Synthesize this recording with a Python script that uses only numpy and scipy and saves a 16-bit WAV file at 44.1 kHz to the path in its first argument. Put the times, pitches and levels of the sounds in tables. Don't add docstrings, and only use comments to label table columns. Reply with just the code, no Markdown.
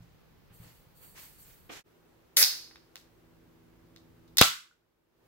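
import sys
import numpy as np
from scipy import signal
from scipy.fft import rfft, irfft, next_fast_len
from scipy.io import wavfile

SR = 44100
rng = np.random.default_rng(int(sys.argv[2]) if len(sys.argv) > 2 else 0)


def wrap_up_sound(samples):
    columns = np.atleast_2d(samples).T
    tamed = np.clip(columns, -1, 1)
    steps = np.round(tamed * 32767).astype(np.int16)
    wavfile.write(sys.argv[1], SR, steps)


N = 232801
TIME = np.arange(N) / SR
POP_S = 4.4131


def from_db(db):
    return 10 ** (np.asarray(db) / 20)


def rms_one(x):
    return x / np.sqrt(np.mean(x ** 2) + 1e-20)


def at_hz(points, hz):
    points = np.array(points)
    return np.interp(np.log(np.maximum(hz, 1)), np.log(points[:, 0]), points[:, 1])


def colour(x, spectrum):
    size = 2 * next_fast_len(x.shape[-1])
    gain = from_db(at_hz(spectrum, np.fft.rfftfreq(size, 1 / SR)))
    cepstrum = irfft(np.log(gain))
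    cepstrum[1:size // 2] *= 2
    cepstrum[size // 2 + 1:] = 0
    response = np.exp(rfft(cepstrum))
    return irfft(rfft(x, size) * response)[..., :x.shape[-1]]


def highpass(x, order, hz):
    return signal.sosfilt(signal.butter(order, hz, "high", fs=SR, output="sos"), x)


def ring(x, hz, t60_s):
    radius = np.exp(-np.log(1000) / (t60_s * SR))
    angle = 2 * np.pi * hz / SR
    poles = [1, -2 * radius * np.cos(angle), radius * radius]
    return signal.lfilter([0, np.sin(angle)], poles, x + 1e-18)


def resonate(x, modes):
    out = 0
    for hz, width_hz, db in modes:
        radius = np.exp(-np.pi * max(width_hz, 150) / SR)
        poles = [1, -2 * radius * np.cos(2 * np.pi * hz / SR), radius * radius]
        peak_one = (1 - radius * radius) / 2
        out = out + from_db(db) * peak_one * signal.lfilter([1, 0, -1], poles, x + 1e-18)
    return out


def add(out, start_s, x):
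    start = max(round(start_s * SR), 0)
    out[..., start:start + x.shape[-1]] += x[..., :N - start]


def diffuse(spectrum):
    # hz, correlation
    likeness = [(100, 0.4), (400, 0.11), (1000, .3), (2500, 0.016), (15000, 0.018)]
    mid, side = rfft(rng.standard_normal((2, next_fast_len(N, True))))
    hz = np.linspace(0, SR / 2, len(mid))
    alike = np.clip(at_hz(likeness, hz), -1, 1)
    pair = np.sqrt(1 + alike) * mid + np.sqrt(1 - alike) * side * [[1], [-1]]
    return rms_one(irfft(pair * from_db(at_hz(spectrum, hz)))[:, :N])


def near_noise(size, alike):
    alike = np.clip(alike, 0, 1)
    shared = np.sqrt(alike) * rng.standard_normal(size)
    return shared + np.sqrt(1 - alike) * rng.standard_normal((2, size))


def flutter(rate_hz, depth_db):
    lowpass = signal.butter(2, rate_hz, fs=SR, output="sos")
    return from_db(depth_db * rms_one(signal.sosfilt(lowpass, rng.standard_normal(N))))


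def swell(start_s, db, attack_s, fall_db_per_s, hold_s=0):
    age_s = TIME - start_s
    fall_db = np.minimum(fall_db_per_s * np.maximum(age_s - attack_s - hold_s, 0), 200)
    return np.clip(age_s / attack_s, 0, 1) * from_db(db - fall_db)


def together(gains):
    return np.sqrt(sum(gain ** 2 for gain in gains))


def kettle_sizzle():
    # hz, width_hz, relative_db
    whistles = [(4550, 150, -7), (7520, 300, -12), (8450, 170, -4), (10200, 180, -10), (11400, 820, -11.5),
                (13370, 260, -3), (13600, 1800, -9.5), (15700, 970, -4.5)]
    # start_s, level_db
    sloshes = [(.515, -60), (.6, -57.5), (.94, -59), (1.0, -53.5), (1.16, -50), (1.37, -53)]
    steam = rng.standard_normal((2, N))
    sizzle = sum(resonate(steam, [mode]) * flutter(rate_hz=8.1, depth_db=2.5) for mode in whistles)
    sloshing = together(swell(s, db, attack_s=.034, fall_db_per_s=61) for s, db in sloshes)
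    return sloshing * rms_one(sizzle)


def rubbing():
    # hz, relative_db
    rustle_colour = [(150, -15), (600, -5), (2000, 2.5), (4000, -1), (7000, -2.5), (9500, -12.5),
                     (12500, -8.5), (15500, -17)]
    scuff_colour = [(80, -23), (280, 4), (550, -2.5), (850, -5.5), (1400, -6.5), (2000, -7), (2900, -6.5),
                    (4500, -19.5), (9000, -36)]
    # start_s, level_db, attack_s
    brushes = [(0, -71.5, 0.03), (.56, -63.5, 0.13), (1.143, -51, 0.038), (1.37, -64, 0.13),
               (1.695, -46, 0.039)]
    scuffs = [(.21, -73, 0.0058), (.49, -65, 0.022), (.58, -60.5, .06), (.99, -60, 0.039),
              (1.14, -60, 0.022), (1.691, -44, 0.0065)]
    brushing = together(swell(s, db, attack_s, fall_db_per_s=104) for s, db, attack_s in brushes)
    scuffing = together(swell(s, db, attack_s, fall_db_per_s=153) for s, db, attack_s in scuffs)
    friction = brushing * diffuse(rustle_colour) + scuffing * diffuse(scuff_colour)
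    return flutter(rate_hz=45, depth_db=1.0) * friction


def footfalls():
    # start_s, pulse_db
    steps = [(.003, -44.5), (0.506, -47.5), (0.599, -42), (.655, -47)]
    # hz, gain_db, t60_s
    floorboards = [(118.4, -3, 0.3), (169, -1.5, 0.19)]
    heels, soft_contact = np.zeros(N), signal.windows.hann(SR // 200)
    for start_s, db in steps:
        add(heels, start_s, from_db(db) * soft_contact / soft_contact.sum())
    return sum(from_db(db) * ring(heels, hz, t60_s) for hz, db, t60_s in floorboards)


def at_the_sink(air_db=-61):
    # hz, relative_db
    sink_air = [(15, -49), (25, -3.5), (126, -4.5), (164, -2.5), (221, -12.5), (469, -12), (631, -19.5),
                (722, -17.5), (1710, -23), (4500, -29.5), (9300, -39.5), (15500, -30)]
    return kettle_sizzle() + rubbing() + footfalls() + from_db(air_db) * diffuse(sink_air)


def appliance_drone(rumble_db=2.5):
    # time_s, level_db
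    drone_level = [(2.0, -76), (3.05, -74), (3.25, -70), (4.4, -66), (4.52, -77.5)]
    # hz, relative_rms_db
    partials = [(54, -7), (110.5, -3.5), (164.5, -0.5), (246, -3.5), (329, -0.5)]
    # hz, relative_db
    rumble_colour = [(15, -11), (50, 0.5), (120, -2.5), (300, -4.5), (450, -10.5), (800, -29),
                     (3000, -55.5)]
    hum = 0
    for hz, db in partials:
        phase_cycles = rng.random()
        hum = hum + from_db(db) * np.sqrt(2) * np.sin(2 * np.pi * (hz * TIME + phase_cycles))
    gain = from_db(np.interp(TIME, *np.transpose(drone_level)))
    return gain * (hum + from_db(rumble_db) * diffuse(rumble_colour))


def hush(depth_db=-11.5, fall_s=.1, hold_s=.57, recover_db_per_s=51.5):
    age_s = TIME - POP_S
    sunk_db = depth_db * np.clip(age_s / fall_s, 0, 1)
    regained_db = recover_db_per_s * np.maximum(age_s - fall_s - hold_s, 0)
    return from_db(np.minimum(sunk_db + regained_db, 0))


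def at_the_table(air_db=-64.5):
    # hz, relative_db
    table_air = [(15, -41), (25, -12), (113, -9.5), (193, -15.5), (233, -12.5), (297, -11), (340, -3),
                 (582, -11.5), (703, -14.5), (970, -15), (5580, -29.5), (9500, -34.5), (15500, -27.5)]
    return hush() * (from_db(air_db) * diffuse(table_air) + appliance_drone())


def gas_jet():
    # hz, relative_db
    jet_colour = [(60, -40), (150, -21.5), (300, -13), (550, -11.5), (1000, -18), (2000, -1), (3100, -14),
                  (4500, -6), (5500, 1), (8000, -5.5), (12000, 2.5), (13500, -6.5), (15500, 0.5)]
    start_s, attack_s, hold_s = 2.364, .0096, .048
    jet = rms_one(colour(near_noise(N, alike=.43), jet_colour))
    full_pressure = swell(start_s, -18, attack_s, fall_db_per_s=3000.5, hold_s=hold_s)
    leak = swell(start_s, -41.5, attack_s, fall_db_per_s=330, hold_s=hold_s)
    return together([full_pressure, leak]) * jet


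def wet_fizz():
    # hz, relative_db
    fizz_colour = [(80, -53.5), (400, -21), (1500, -19.5), (3200, -17.5), (3900, -8.5), (4600, -4),
                   (5200, -2), (5700, -10.5), (6300, -12), (7500, -23), (10000, -21.5), (15500, -22.5)]
    # start_s, level_db
    bursts = [(2.426, -13), (2.4335, -15)]
    sputter = near_noise(N, alike=.45) * flutter(rate_hz=330, depth_db=1.5)
    fizz = rms_one(highpass(colour(sputter, fizz_colour), 2, 500))
    flows = [swell(2.395, -27.5, attack_s=.021, fall_db_per_s=118)]
    flows += [swell(s, db, attack_s=.0025, fall_db_per_s=4000) for s, db in bursts]
    return together(flows) * fizz


def gas():
    lean = from_db([[.7], [-.7]])
    return gas_jet() * lean + wet_fizz() / lean


def crumble(t, fade_s, snap, alike=.46):
    fading = np.exp(-t / fade_s)
    force = rms_one(near_noise(len(t), alike) * fading) + snap * rms_one(1. * (t == 0))
    for _ in range(2):
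        spectrum = rfft(force)
        flat = irfft(spectrum / (np.abs(spectrum) + 1e-9), len(t))
        force = flat * fading ** .2
    return force


def lid(lowest_hz=900):
    # start_s, level_db (over one ms),
    # crumble_ms (0.6 at least), tilt_db (per octave above 2 kHz), ring_db (relative to the direct sound)
    bursts = [(2.369, -8.5, 2.9, 1.5, 2), (2.4160, -20, .8, -5.5, 7.5), (2.4263, -11, 1.24, 0.5, 3),
              (2.7110, -49.5, 2.0, -15, -5), (2.758, -45, 3.1, -11, -2), (2.957, -36, 1.2, -3, -8),
              (3.9620, -46, 1.1, -5, 6), (4.2780, -58.5, 6.0, -3, 2.5), (4.3700, -26.5, 1.0, -0.5, -3),
              (4.3716, -18, 1.5, 2.5, -2), (4.3831, -7.5, 2.2, 0.5, 7), (4.3864, -12, 2.5, -1.5, 7.5),
              (4.3925, -16, 1.5, -2.5, 12), (4.4105, -14, 2.0, -6.5, 0.5)]
    # hz, width_hz, relative_db
    lid_modes = [(1986.5, 300, -7.5), (3774, 130, 5.5), (4230, 300, 2), (5000, 360, 3), (5900, 500, -5),
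                 (7400, 600, -9), (11946, 530, -8.5), (14700, 2500, -9)]
    out, t = np.zeros((2, N)), TIME[:SR // 10]
    one_ms = np.sqrt(SR / 1000 / len(t))
    for start_s, db, crumble_ms, tilt_db, ring_db in bursts:
        force = crumble(t, max(crumble_ms, .6) / 1000, snap=.2)
        force = highpass(force, 2, lowest_hz)
        burst = rms_one(force) + from_db(ring_db) * rms_one(resonate(force, lid_modes))
        burst = colour(burst, [(2000, 0), (16000, 3 * tilt_db), (19000, -40)])
        add(out, start_s, from_db(db) * one_ms * rms_one(burst))
    return out


def pop(flap_db=.5, buckle_s=.0035):
    # hz, relative_db
    flap_colour = [(100, -22.5), (300, -6.5), (500, -1), (850, -4.5), (1200, 2.5), (1450, -1), (1850, -5),
                   (3200, -1), (4000, -1), (6200, -7.5), (8000, -8), (9300, -15), (11000, -9.5),
                   (15000, -16.5)]
    # delay_s, hz, level_db, t60_s, left_minus_right_db
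    puffs = [(0, 540, 1.5, .005, -0.5), (.0009, 159.9, -9, 0.0096, 22.5), (.001, 106, -27.5, .07, 14)]
    # hz, level_db, t60_s
    cavity_modes = [(1160, -28, 0.054), (1330, -25, 0.17), (1468, -30.5, .08), (2970, -29.5, 0.16),
                    (3380, -30, .07)]
    # start_s, hz, level_db, t60_s
    plink = (4.712, 1450, -59, .04)
    out, t = np.zeros((2, N)), TIME[:SR // 2]
    click = 1. * (t == 0)
    one_ms = np.sqrt(SR / 1000 / len(t))
    flap = highpass(colour(crumble(t, buckle_s, snap=0), flap_colour), 2, 600)
    add(out, POP_S, from_db(flap_db) * one_ms * rms_one(flap))
    for (delay_s, hz, db, t60_s, pan_db), sign in zip(puffs, (-1, 1, 1)):
        side_gain = from_db([[db + pan_db / 2], [db - pan_db / 2]])
        add(out, POP_S + delay_s, sign * ring(click, hz, t60_s) * side_gain)
    for hz, db, t60_s in cavity_modes:
        add(out, POP_S, from_db(db) * ring(click, hz, t60_s) * rng.choice([-1, 1]))
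    start_s, hz, db, t60_s = plink
    add(out, start_s, from_db(db) * ring(click, hz, t60_s))
    return highpass(out, 1, 45)


def bounces(x):
    # delay_s, spread_s, level_db (before colouring)
    near_surfaces = [(.001, .006, -10.5), (.0080, .004, -7.5), (0.0162, .007, -14)]
    # hz, gain_db
    bounce_colour = [(150, -17), (700, -8.5), (1300, -1), (5000, 2), (9000, -7.5), (15000, -9)]
    response = np.zeros((2, N))
    for delay_s, spread_s, db in near_surfaces:
        window = signal.windows.hann(int(spread_s * SR))
        smear = rng.standard_normal((2, len(window))) * window
        add(response, delay_s, from_db(db) * smear / np.linalg.norm(smear, axis=1, keepdims=True))
    response = colour(response[:, :SR // 10], bounce_colour)
    return signal.fftconvolve(x, response, axes=1)[:, :N]


def room(x, first_echo_s=.0055, build_s=.012):
    # hz, gain_db
    room_gain = [(60, -24), (200, -25), (420, -26), (750, -11.5), (1400, -6.5), (4000, -5.5), (7000, -4.5),
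                 (9500, -7.5), (15000, -5)]
    # hz, t60_s
    room_t60 = [(150, 0.33), (700, 0.17), (1500, 0.36), (4000, .33), (8000, 0.33), (15000, 0.29)]
    t = TIME[:SR * 3 // 4]
    hz = np.fft.rfftfreq(len(t), 1 / SR)
    echoes = rfft(rng.standard_normal((2, len(t))))
    centres_hz, tail = np.array(room_t60)[:, 0], 0
    build = np.clip((t - first_echo_s) / build_s, 0, 1)
    for share, (_, t60_s) in zip(np.eye(len(centres_hz)), room_t60):
        fading = np.exp(-np.log(1000) * t / t60_s) * build
        band = irfft(echoes * at_hz(np.c_[centres_hz, share], hz), len(t))
        tail = tail + band * fading / np.linalg.norm(fading)
    return signal.fftconvolve(x, colour(tail, room_gain), axes=1)[:, :N]


def scene(change_s=1.836, fade_out_s=.042, fade_in_s=.036, right_lag_samples=4):
    left, right = lid() + gas()
    can = np.array([left, np.roll(right, right_lag_samples)]) + pop()
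    sink = at_the_sink() * np.clip((change_s - TIME) / fade_out_s, 0, 1) ** 2
    table = at_the_table() * np.clip((TIME - change_s) / fade_in_s, 0, 1)
    side_gain = from_db([[-.4], [.4]])
    return side_gain * (can + bounces(can) + room(can) + sink + table)


def record(dry, ceiling=.78, cutoff_hz=15750):
    rounded = dry / (1 + (dry / ceiling) ** 4) ** (1 / 4)
    return signal.sosfilt(signal.ellip(12, .1, 80, cutoff_hz, fs=SR, output="sos"), rounded)


dry = scene()
out = record(dry)
wrap_up_sound(out)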